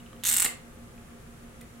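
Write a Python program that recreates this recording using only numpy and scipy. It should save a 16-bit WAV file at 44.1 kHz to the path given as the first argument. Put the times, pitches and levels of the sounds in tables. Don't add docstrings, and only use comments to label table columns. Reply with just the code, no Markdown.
import sys
import numpy as np
from scipy import signal
from scipy.fft import rfft, irfft, next_fast_len
from scipy.io import wavfile

SR = 44100
rng = np.random.default_rng(int(sys.argv[2]) if len(sys.argv) > 2 else 0)


def materialize(psi):
    bounded = np.clip(np.atleast_2d(psi).T, -1, 1)
    quanta = np.round(bounded * 32767).astype(np.int16)
    wavfile.write(sys.argv[1], SR, quanta)


def volts(x):
    e = np.asarray(x, float) / 20
    return 10 ** e


N = 79380


def along(points, hz):
    point_hz, value = np.transpose(points)
    return np.interp(np.log(hz + 1), np.log(point_hz + 1), value)


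def filtered(x, response):
    size = next_fast_len(N + 8192)
    spectrum = rfft(x, size) * response(np.fft.rfftfreq(size, 1 / SR))
    return irfft(spectrum, size)[..., :N]


# pitch_hz, likeness [-1 to 1]
LIKENESS = [(60, 0.85), (180, 0.83), (550, 0.41), (1650, -0.043), (4970, -0.071), (15000, 0.03)]


def rush(shape, level_db):
    def mid_and_side(hz):
        angle = np.arccos(np.clip(along(LIKENESS, hz), -1, 1)) / 2
        return shape(hz) * np.array([np.cos(angle), np.sin(angle)])

    mid, side = filtered(rng.standard_normal((2, N)), mid_and_side)
    return volts(level_db) * np.array([mid + side, mid - side]) / np.std(mid)


# pitch_hz, level_db [per Hz]
AIR = [(12, -22), (22, -1.5), (40, -6.5), (150, -8), (260, -12.5), (527, -14.5), (659, -22.5),
       (1200, -22.5), (1560, -53), (2640, -120)]
# pitch_hz, level_db [per Hz]
HISS = [(710, -42), (1200, -2), (1460, -4), (2570, -9), (4840, -17), (6930, -13.5), (10900, -14.5),
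        (14800, -24), (16200, -22)]
# pitch_hz, level_db, width_hz
DUCT = [(519, -66.5, 8.3), (406.4, -70, 23), (850.5, -76.5, 18), (1348, -76.5, 24)]
# pitch_hz, level_db
FAN = [(58.4, -62), (119.9, -62), (175.8, -68), (233.6, -55), (239.9, -60), (227.4, -70), (469.8, -75),
       (694.5, -74), (700.7, -69)]


def ventilation():
    air = rush(lambda hz: volts(along(AIR, hz)), -51.5)
    hiss = rush(lambda hz: volts(along(HISS, hz)), -59.5)
    out = air + hiss
    t = np.arange(N) / SR - 0.826
    side = np.array([[-1], [1]])
    for pitch_hz, level_db in FAN:
        out += volts(level_db + 3 + 0.8 * side) * np.cos(2 * np.pi * pitch_hz * t + 0.2 * side)
    for pitch_hz, level_db, width_hz in DUCT:
        out += rush(lambda hz: 1 / (1 + (2 * (hz - pitch_hz) / width_hz) ** 2), level_db)
    return out


def strike(out, start_s, modes, gain, attack_s, size=2048):
    start = int(start_s * SR) + 1
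    t = (start + np.arange(size)) / SR - start_s
    pitch_hz, level_db, t60_s = np.transpose(modes)[:, :, None]
    ring = np.sum(volts(level_db - 60 * t / t60_s) * np.sin(2 * np.pi * pitch_hz * t), axis=0)
    ring *= (1 - np.exp(-t / attack_s)) ** 2
    out[:, start:start + size] += np.outer(gain, ring)[:, :out.shape[1] - start]


# pitch_hz, t60_s
ROOM = [(300, 0.55), (2000, 0.39), (6000, 0.28), (12000, .2), (16000, 0.18)]
ROOM_DB, ROOM_GAP_S = 2.5, 0.0018


def tail():
    hz, t, spectrum = signal.stft(rng.standard_normal((2, SR // 2)), SR, nperseg=256)
    fade = volts(-60 * t / along(ROOM, hz)[:, None])
    answer = signal.istft(spectrum * fade, SR, nperseg=256)[1]
    return np.pad(answer / np.linalg.norm(answer[0]), ((0, 0), (int(ROOM_GAP_S * SR), 0)))


def room(x, answer):
    return volts(ROOM_DB) * signal.fftconvolve(x[:1], answer, axes=1)[:, :N]


# start_s, level_db, pitch_hz, crack_db
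TICKS = [(.002, -43, 2900, -11), (.034, -54, 2520, -14), (.061, -42.5, 2980, -20), (.066, -47, 2740, -16),
         (.099, -56.5, 2280, -16), (.130, -43, 3130, -16), (.1305, -37, 1200, -23), (.164, -46.5, 2860, -8),
         (.197, -51, 3430, -15), (.228, -43, 3000, -18), (.9785, -46, 2450, -11), (1.085, -48, 1750, -16),
         (1.4085, -56, 3270, -14), (1.544, -51, 2200, -16), (1.6085, -47, 3480, -11),
         (1.611, -42.5, 2050, -17), (1.6127, -41.5, 8700, 3), (1.616, -44, 2500, -14),
         (1.617, -42, 2020, -19), (1.775, -60, 3000, -14)]


def fingers():
    out = np.zeros((2, N))
    t = np.arange(512) / SR
    t60_s, crack_t60_s = 0.016, 0.0046
    for start_s, level_db, pitch_hz, crack_db in TICKS:
        modes = [(pitch_hz, 0, t60_s),
                 (pitch_hz * 1.3, -6, t60_s * 0.71),
                 (pitch_hz * 0.797, -7, t60_s * 0.76)]
        strike(out, start_s, modes, volts(level_db + np.array([-1.5, 0])), attack_s=0.0004)
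        crack = volts(level_db + crack_db - 60 * t / crack_t60_s) * rng.standard_normal(len(t))
        out[:, int(start_s * SR):][:, :len(t)] += crack
    return out + volts(-7.5) * room(out, tail())


def thin(hz):
    bass_loss = (1j * hz / (760 + 1j * hz)) ** 2
    notch_hz, notch_width_hz, notch_depth = 4840, 320, 0.63
    band = 1j * hz * notch_width_hz
    return bass_loss * (1 - notch_depth * band / (notch_hz ** 2 - hz * hz + band))


# pitch_hz, level_db, t60_s, change_db [first slip to last]
RIM = [(12000, -1, 0.0017, -5.5), (13800, -4.5, 0.0011, 0), (6300, -9.5, 0.0026, -6.5)]
# pitch_hz, level_db, t60_s, change_db [first slip to last]
BARREL = [(2270, 3, 0.0025, 4.5), (2900, -0.5, 0.0034, -3), (3685, 9, 0.0024, -8),
          (1385, -12.5, 0.0055, 7.5), (900, -24, 0.0034, 13.5)]


def slip_modes(ring_hz, treble_db, barrel_db, progress):
    modes = [(ring_hz, 0, 0.0044)]
    modes += [(hz, db + treble_db + change_db * progress, t60_s) for hz, db, t60_s, change_db in RIM]
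    modes += [(hz, db + barrel_db + change_db * progress, t60_s) for hz, db, t60_s, change_db in BARREL]
    luck = rng.standard_normal((len(modes), 2))
    return [(hz * (1 + 0.012 * detune), db + 1.2 * scatter, t60_s)
            for (hz, db, t60_s), (detune, scatter) in zip(modes, luck)]


# start_s, level_db [snap], barrel_db [barrel under the snap], pitch_hz [cap ring]
SLIPS = [(0.2366, -18.5, -7, 7060), (.2510, -12.5, -9.5, 6500), (0.2628, -12.5, -14, 6620),
         (0.2705, -10.5, -12.5, 6900), (0.279, -15, -13.5, 7100), (.2863, -9.5, -13, 7060),
         (0.2946, -9.5, -14, 7100), (0.3034, -19, -19, 7340), (0.3121, -11, -12, 7400),
         (0.3245, -9, -15, 7700), (0.3383, -9, -12, 7300), (0.35, -15.5, -18.5, 7260),
         (0.3655, -5.5, -15.5, 7900), (.3814, -10, -13.5, 7180), (0.3988, -6, -14, 7860),
         (0.4213, -6.5, -13.5, 7500), (0.4458, -7, -15, 7140)]
# delay_ms, left_db, right_db, pitch_hz [ring on this path], treble_db
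ECHOES = [(1.1, -10, -6, 8400, 5), (1.4, -10, -6, 7700, 4), (4.2, -3, -5, 8100, 9), (4.8, -4, -2, 9450, 6),
          (5.4, -12, -8, 8000, 3),
          (9.8, -17, -12, 7700, 0), (11.6, -10, -17, 7700, 0), (17.3, -13, -12, 8200, 2),
         (19.9, -19, -13, 8600, 3)]


def cap():
    near = np.zeros((2, N))
    far = np.zeros((2, N + SR))
    shared_tail = tail()
    echoes = ECHOES
    lags_ms = np.append(0, 0.019 * rng.standard_normal(len(echoes)))
    attack_s, size = 0.000059, 400
    first_s, last_s = SLIPS[0][0], SLIPS[-1][0]
    for start_s, level_db, barrel_db, cap_hz in SLIPS:
        progress = (start_s - first_s) / (last_s - first_s)
        into_room = np.zeros((1, 1024))
        direct = (0.00036, -2, 0, cap_hz, -3)
        for path, lag_ms in zip([direct] + echoes, lags_ms):
            delay_ms, left_db, right_db, ring_hz, treble_db = path
            modes = slip_modes(ring_hz, treble_db, barrel_db, progress)
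            wander_ms = 0.03 * rng.standard_normal()
            at_s = start_s + (delay_ms + wander_ms) / 1000
            strike(near[:1], at_s + lag_ms / 1000, modes, [volts(level_db + left_db)], attack_s, size)
            strike(near[1:], at_s, modes, [volts(level_db + right_db)], attack_s, size)
            if delay_ms < 5:
                strike(into_room, delay_ms / 1000, modes, [volts(level_db + right_db - 6)], attack_s, size)
        slip_tail = shared_tail + volts(-3.5) * tail()
        answer = volts(ROOM_DB) * signal.fftconvolve(into_room, slip_tail, axes=1)
        far[:, int(start_s * SR):][:, :answer.shape[1]] += answer
    return filtered(near + far[:, :N] * volts([[-1.5], [0]]), thin)


# start_s, level_db
POP = [
    (0.4484, -25),
    (0.4523, -28.5),
    (0.4598, -23),
    (.4640, -26),
]
# pitch_hz, level_db, t60_s
HOLLOW = [(296, -7, 0.015), (446, -8, 0.014), (753, -6, 0.013), (1197, -6, 0.022), (1960, 1.5, 0.017),
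          (2680, 6, 0.0065), (4060, 10, 0.0035)]


def pop():
    out = np.zeros((2, N))
    for start_s, level_db in POP:
        luck = rng.standard_normal((len(HOLLOW), 2))
        modes = [(hz * (1 + 0.056 * detune), db + 2 * scatter, t60_s)
                 for (hz, db, t60_s), (detune, scatter) in zip(HOLLOW, luck)]
        strike(out, start_s, modes, volts(level_db + np.array([-2.5, 0])), attack_s=0.0003)
    return out + volts(-5.0) * room(out, tail())


def scene():
    return ventilation() + fingers() + cap() + pop()


def top_cut(x):
    return signal.sosfilt(signal.butter(12, 16510, fs=SR, output="sos"), x)


def record(dry):
    mix = filtered(dry, lambda hz: hz < 15800)
    return top_cut(mix)


dry = scene()
out = record(dry)
materialize(out)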